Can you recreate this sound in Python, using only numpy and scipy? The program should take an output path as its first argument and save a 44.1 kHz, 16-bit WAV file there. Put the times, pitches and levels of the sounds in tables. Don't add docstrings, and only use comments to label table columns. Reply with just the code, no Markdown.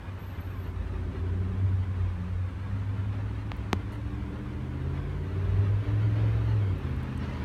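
import sys
import numpy as np
from scipy import signal
from scipy.fft import rfft, irfft
from scipy.io import wavfile

SR = 44100
rng = np.random.default_rng(int(sys.argv[2]) if len(sys.argv) > 2 else 0)


def wrap_up_sound(samples):
    columns = np.atleast_2d(samples).T
    tamed = np.clip(columns, -1, 1)
    steps = np.round(tamed * 32767).astype(np.int16)
    wavfile.write(sys.argv[1], SR, steps)


N = 328104

# frequency in Hz, level in dB per Hz before scaling.
MIC_HISS_COLOUR = [(2000, 0), (6000, 0), (7400, -3), (9000, -1.5), (10400, -8), (11500, -6.5),
                   (13000, -13.5)]
MIC_HISS_DB = -70

# time in seconds, level in dB.
HIGH_HISS_LEVEL = [(0, -96), (3.5, -93), (5, -85), (6.3, -80), (7.44, -84)]
# centre in Hz, width in Hz, level in dB before scaling.
HIGH_HISS_BAND = [(11700, 1700, 0)]

# time in seconds, level in dB before a fixed lift.
ROAR_LEVEL = [(0.0, -52.5), (4.66, -52), (5.08, -51.5), (5.74, -50), (6.4, -48.5), (6.69, -50.5),
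              (7.44, -48.5)]
# time in seconds, level in dB.
RUMBLE_LEVEL = [(0, -41), (.7, -37), (1.4, -38), (2.4, -39.5), (3.2, -38.5), (3.9, -37), (4.4, -38.5),
                (4.8, -43.5), (5.6, -32.5), (6.4, -44), (7.44, -36.5)]
# frequency in Hz, level in dB per Hz before scaling.
TRAFFIC_COLOUR = [(200, 2.5), (300, 4), (520, 0.5), (720, -4), (980, 0), (1250, -3), (1600, -4.5),
                  (2500, -10.5), (3600, -17.5), (4400, -22.5), (5000, -29), (6200, -32), (7400, -40.5),
                  (10400, -42), (11600, -46.5), (13000, -48.5)]
RUMBLE_COLOUR = [(20, -51), (30, -51), (42, 5.5), (55, 10.5), (75, 10), (95, 10), (130, 0.5), (200, -5.5),
                 (400, -63.5)]
ROAR_LIFT_DB = 5.0
SIZZLE_DB, SIZZLE_FOLLOWS = -45.5, 1.67

# time in seconds, half-width in seconds, pitch in Hz at that time, level in dB.
SQUEAKS = [(7.178, .004, 8150, -61), (7.179, .005, 6050, -64), (7.212, .013, 5450, -63),
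           (7.232, .008, 5400, -66), (7.239, .012, 4550, -61)]
SQUEAK_FALL_HZ_PER_S, SQUEAK_GRAIN_HZ = 6000, 130

FOCUS_HZ = 12390
FOCUS_DRIVE_S, FOCUS_STOP_S = 0.19, 0.66
FOCUS_CREEP_DB, FOCUS_DRIVE_DB, FOCUS_FADE_DB_PER_S = -81, -66.5, 190

# start in seconds, level in dB, dying time in seconds, centre in Hz.
TICKS = [(3.5177, -53, .001, 15000), (3.567, -55, .003, 15000), (3.922, -61, .025, 10000),
         (6.782, -66, .012, 12000), (6.892, -66, .008, 11000), (6.963, -64, .007, 10000),
         (7.030, -65, .008, 10000), (7.176, -57, .005, 9000), (7.23, -65, .25, 4300)]

# time in seconds, level in dB, contact cut-off in Hz,
# thump level in dB, share of the shell's ring time left by the hand.
CLICKS = [(3.5177, -17.5, 3900, -70, .7), (3.7302, -9.2, 9600, -14, 1.0)]
# pitch in Hz, level in dB,
# time to die by 60 dB in seconds (for the shell, before the hand's share).
SHELL_MODES = [(770, -0.5, 0.0056), (1240, -4, 0.0091), (1810, -1, 0.0028), (3570, 0.5, 0.00069),
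               (6200, -13.5, 0.0041), (8060, -27, 0.0049), (14000, -8, 0.00083)]
THUMP_MODES = [(185, -2, 0.035), (384, 0.5, 0.012), (89, -10, 0.25)]
RATTLE_PER_S, RATTLE_DB, RATTLE_S = 2200, -32, 0.011

# time in seconds, four-stroke cycles per second.
ENGINE_SPEED = [(0.0, 11.88), (0.6, 11.64), (0.8, 10.68), (1.0, 10.86), (1.3, 11.25), (1.6, 11.89),
                (1.9, 11.64), (2.2, 11.1), (2.5, 11.72), (2.8, 12.44), (3.2, 12.8), (3.55, 13.28),
                (3.8, 12.98), (4.15, 14.04), (4.5, 15.19), (4.75, 16.3), (5.0, 17.17), (5.35, 18.5),
                (5.7, 20.2), (5.95, 21.15), (6.35, 21.94), (6.52, 21.94), (6.7, 19.12), (6.87, 16.26),
                (7.44, 16.17)]

# time in seconds, level in dB.
HUM_EFFORT = [(0, -8), (.45, -7), (1.1, -1), (1.68, 4.5), (2.4, 0.5), (2.7, -2.5), (3.1, -4), (3.8, -12),
              (4.4, -6), (4.9, 1.5), (5.3, -1.5), (5.7, 6), (6.15, 4.5), (6.65, 4), (7.44, -5)]
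# waves per cycle, level in dB.
HUM_ORDERS = [(3, -4), (4, -20.5), (5, -1), (6, -25), (7, -22.5), (8, 1), (10, -17)]
# pitch in Hz, level in dB.
HUM_RESPONSE = [(36, -53), (44, -57), (53, -33), (60, -48), (66, -34), (79, -35.5), (86, -35.5), (94, -29),
                (109, -29), (116, -35.5), (146, -39.5), (160, -51)]
# time in seconds, depth in dB, half-width in seconds.
HUM_DIPS = [(0.25, 7, 0.42), (1.13, 6, 0.05), (1.5, 5.5, 0.088), (1.87, 8.5, 0.1), (2.211, 8, 0.093),
            (2.58, 11, 0.099), (5.852, 17, 0.031), (6.79, 8, 0.034)]
HUM_FLUTTER_DB = 1.3

# time in seconds, level in dB.
BOOM_LEVEL = [(0, -62.5), (.9, -55), (1.5, -47), (1.95, -53.5), (2.5, -53.5), (2.75, -56.5), (3.3, -57),
              (4.6, -46), (5.1, -43), (5.9, -42.5), (6.5, -41.5), (7.44, -41)]
DRONE_LEVEL = [(0, -60), (.7, -49), (1.6, -47), (2.25, -56), (3.1, -49.5), (3.8, -55.5), (5.4, -49),
               (6.2, -43), (6.8, -47.5), (7.44, -42)]
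HIGH_DRONE_LEVEL = [(0, -69), (1.2, -51.5), (2.6, -65), (3.5, -48), (4.1, -48), (4.75, -39.5), (5.4, -52.5),
                    (6.2, -40), (6.8, -47.5), (7.44, -42)]
GROWL_LEVEL = [(0, -83), (.5, -57), (1.2, -45.5), (1.7, -54.5), (2.3, -66), (3.9, -64), (4.4, -53.5),
               (4.8, -55.5), (5.5, -52), (6.25, -49), (6.7, -51.5), (7.44, -59.5)]
# centre in Hz, width in Hz, level in dB.
BOOM_MODES = [(183, 20, -3), (202, 19, -3)]
DRONE_MODES = [(262, 22, -5)]
HIGH_DRONE_MODES = [(294, 21, -5.5)]
GROWL_MODES = [(369.5, 28, -5), (400, 26, -6), (470, 60, -13), (640, 200, -17)]
BOOM_SCATTER, DRONE_SCATTER, GROWL_SCATTER = .25, .27, .38
BOOM_GAS_DB, DRONE_GAS_DB, GROWL_GAS_DB = -18, -13, -8
ROUGH_SPEED = 16
# level in dB, one per order from the ninth up.
OVERTONE_DB = [-11, -4, -7, -6.5, 1.5, 4, 2, 4.5, 0, -3.5, 1, 5.5, 5.5, 3.5, 1, 2.5, -4, 2, -1, 1.5, 1, 1.5,
               -4.5, 1, -2, -3.5, -1, -8, -9.5]
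FIRST_OVERTONE = 9

# time in seconds, engine order, level in dB.
BOOM_SWELLS = [(1.49, 16, -40), (2.23, 16, -38), (2.73, 16, -43), (2.99, 15, -46), (7.08, 13, -43.5),
               (7.24, 13, -41)]
SWELL_HALF_WIDTH_S = .08
# centre in Hz, width in Hz, level in dB before scaling.
RASP_MODES = [(352, 230, -2), (600, 190, -2)]
RASP_S, RASP_HALF_WIDTH_S, RASP_DB = 6.225, .07, -45

CUTOFF_HZ = 15900


def from_db(db):
    return 10 ** (np.asarray(db) / 20)


def rms_one(x):
    return x / np.sqrt(np.mean(np.abs(x) ** 2) + 1e-20)


def clock():
    return np.arange(N) / SR


def in_time(rows):
    s, values = np.transpose(rows)
    return np.interp(clock(), s, values)


def bump(s, half_width):
    return np.exp(-((clock() - s) / half_width) ** 2)


def running_phase(hz):
    return 2 * np.pi * np.cumsum(hz) / SR


def drift(rate):
    step = 40
    r = np.exp(-2 * np.pi * rate * step / SR)
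    noise = rng.standard_normal(N // step + 2002)
    slow = signal.lfilter([1], [1, -2 * r, r * r], noise)[2000:]
    return np.interp(np.arange(N) / step, np.arange(len(slow)), rms_one(slow))


def coloured_noise(colour):
    hz, db = np.transpose(colour)
    bins = np.maximum(np.arange(N // 2 + 1) * SR / N, 1)
    gain = from_db(np.interp(np.log(bins), np.log(hz), db))
    return rms_one(irfft(rfft(rng.standard_normal(N)) * gain, N))


def flickering_noise(colour, flicker_db, rate, count):
    spectrum, out = rfft(coloured_noise(colour)), np.zeros(N)
    group = (np.log(np.arange(1, N // 2 + 2)) * count).astype(int) % 7
    for k in range(7):
        out += irfft(spectrum * (group == k), N) * from_db(flicker_db * drift(rate))
    return rms_one(out)


def resonance_gain(modes, hz):
    return sum(from_db(db) / (1 + (2 * (hz - centre) / width) ** 2) for centre, width, db in modes)


def resonant_noise(modes):
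    bins = np.arange(N // 2 + 1) * SR / N
    return irfft(rfft(rng.standard_normal(N)) * resonance_gain(modes, bins), N)


def impulse(s, db):
    return from_db(db) * (np.arange(N) == round(s * SR))


def ring(strikes, modes):
    out = np.zeros(N)
    for k, (hz, db, t60) in enumerate(modes):
        r = from_db(-60 / (t60 * SR))
        w = 2 * np.pi * hz / SR
        resonator = [1, -2 * r * np.cos(w), r * r]
        out += (-1) ** k * from_db(db) * signal.lfilter([.5, 0, -.5], resonator, strikes + 1e-18)
    return out


def microphone_hiss():
    return from_db(MIC_HISS_DB) * coloured_noise(MIC_HISS_COLOUR)


def high_hiss():
    return from_db(in_time(HIGH_HISS_LEVEL)) * rms_one(resonant_noise(HIGH_HISS_BAND))


def traffic(split_hz=2200):
    roar_db = in_time(ROAR_LEVEL)
    sizzle_db = SIZZLE_DB + SIZZLE_FOLLOWS * (roar_db - roar_db.mean())
    tyres = flickering_noise(TRAFFIC_COLOUR, flicker_db=2.5, rate=11.9, count=18)
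    low_pass = signal.butter(2, split_hz, fs=SR, output="sos")
    roar = signal.sosfiltfilt(low_pass, tyres)
    sizzle = tyres - roar
    rumble = flickering_noise(RUMBLE_COLOUR, flicker_db=1.0, rate=5.4, count=4)
    out = from_db(roar_db + ROAR_LIFT_DB) * roar + from_db(sizzle_db) * sizzle
    return out + from_db(in_time(RUMBLE_LEVEL)) * rumble


def squeaks():
    out, t = np.zeros(N), clock()
    for s, half_width, hz, db in SQUEAKS:
        phase = running_phase(hz - SQUEAK_FALL_HZ_PER_S * (t - s))
        note = drift(SQUEAK_GRAIN_HZ) * np.sin(phase) + drift(SQUEAK_GRAIN_HZ) * np.cos(phase)
        out += from_db(db) * bump(s, half_width) * note
    return out


def focus_whine(waver_hz=14, flutter_db=3):
    t = clock()
    level_db = np.where(t < FOCUS_DRIVE_S, FOCUS_CREEP_DB, FOCUS_DRIVE_DB)
    level_db = level_db - FOCUS_FADE_DB_PER_S * np.maximum(t - FOCUS_STOP_S, 0)
    tone = np.sin(running_phase(FOCUS_HZ + waver_hz * drift(37)))
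    return from_db(level_db + flutter_db * drift(38)) * tone


def ticks(grain_db=5, grain_hz=160):
    out, t = np.zeros(N), clock()
    for s, db, length, hz in TICKS:
        edges = [hz * 0.73, min(hz * 1.3, .45 * SR)]
        band = signal.butter(2, edges, "band", fs=SR, output="sos")
        grains = rng.standard_normal(N) * from_db(grain_db * drift(grain_hz))
        fade = (t >= s) * np.exp(-np.abs(t - s) / length)
        out += from_db(db) * fade * rms_one(signal.sosfilt(band, grains))
    return out


def clicks(thump_lag=0.0023):
    out, t = np.zeros(N), clock()
    for s, db, contact_hz, thump_db, ring_share in CLICKS:
        touches = (rng.random(N) < RATTLE_PER_S / SR) * rng.standard_normal(N)
        fade = (t > s) * np.exp(-np.abs(t - s) / RATTLE_S)
        rattle = from_db(db + RATTLE_DB) * fade * touches
        soften = signal.butter(2, min(contact_hz, .45 * SR), fs=SR, output="sos")
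        contact = signal.sosfilt(soften, impulse(s, db) + rattle + 1e-18)
        held_shell = [(hz, mode_db, t60 * ring_share) for hz, mode_db, t60 in SHELL_MODES]
        thump = ring(impulse(s + thump_lag, thump_db), THUMP_MODES)
        out += ring(contact, held_shell) - thump
    return out


def hum(speed, angle):
    dips_db = sum(depth_db * bump(s, half_width) for s, depth_db, half_width in HUM_DIPS)
    level_db = in_time(HUM_EFFORT) - dips_db
    out = np.zeros(N)
    for order, order_db in HUM_ORDERS:
        pipe_db = np.interp(order * speed, *np.transpose(HUM_RESPONSE))
        flutter_db = HUM_FLUTTER_DB * drift(17.0)
        out += from_db(level_db + order_db + pipe_db + flutter_db) * np.cos(order * angle)
    return np.sqrt(2) * out


def overtones(speed, angle, modes, scatter, gas_db):
    out, rough = np.zeros(N), speed / ROUGH_SPEED
    fading = scatter * rough
    for order, db in enumerate(OVERTONE_DB, FIRST_OVERTONE):
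        gain = from_db(db) * resonance_gain(modes, order * speed)
        if gain.max() < .03:
            continue
        phase = order * angle + rng.uniform(0, 2 * np.pi)
        out += gain * ((1 + fading * drift(4)) * np.sin(phase) + fading * drift(4) * np.cos(phase))
    gas = np.sqrt(SR / 2 / ROUGH_SPEED) * resonant_noise(modes)
    return out / np.sqrt(.5 + fading ** 2) + from_db(gas_db) * rough * gas


def boom_swells(angle):
    out = np.zeros(N)
    for s, order, db in BOOM_SWELLS:
        out += from_db(db) * bump(s, SWELL_HALF_WIDTH_S) * np.sin(order * angle)
    return np.sqrt(2) * out


def rasp():
    return from_db(RASP_DB) * bump(RASP_S, RASP_HALF_WIDTH_S) * rms_one(resonant_noise(RASP_MODES))


def engine():
    speed = in_time(ENGINE_SPEED)
    angle = running_phase(speed * (1 + 0.0025 * drift(8.64)))
    registers = [(BOOM_LEVEL, BOOM_MODES, BOOM_SCATTER, BOOM_GAS_DB),
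                 (DRONE_LEVEL, DRONE_MODES, DRONE_SCATTER, DRONE_GAS_DB),
                 (HIGH_DRONE_LEVEL, HIGH_DRONE_MODES, DRONE_SCATTER, DRONE_GAS_DB),
                 (GROWL_LEVEL, GROWL_MODES, GROWL_SCATTER, GROWL_GAS_DB)]
    exhaust = np.zeros(N)
    for level, modes, scatter, gas_db in registers:
        exhaust += from_db(in_time(level)) * overtones(speed, angle, modes, scatter, gas_db)
    return hum(speed, angle) + exhaust + boom_swells(angle) + rasp()


def scene():
    background = microphone_hiss() + high_hiss() + traffic() + squeaks()
    camera = focus_whine() + ticks() + clicks()
    return (background + camera + engine())[None]


def record(dry):
    low_pass = signal.ellip(10, .1, 80, CUTOFF_HZ, fs=SR, output="sos")
    return signal.sosfilt(low_pass, dry)


dry = scene()
out = record(dry)
wrap_up_sound(out)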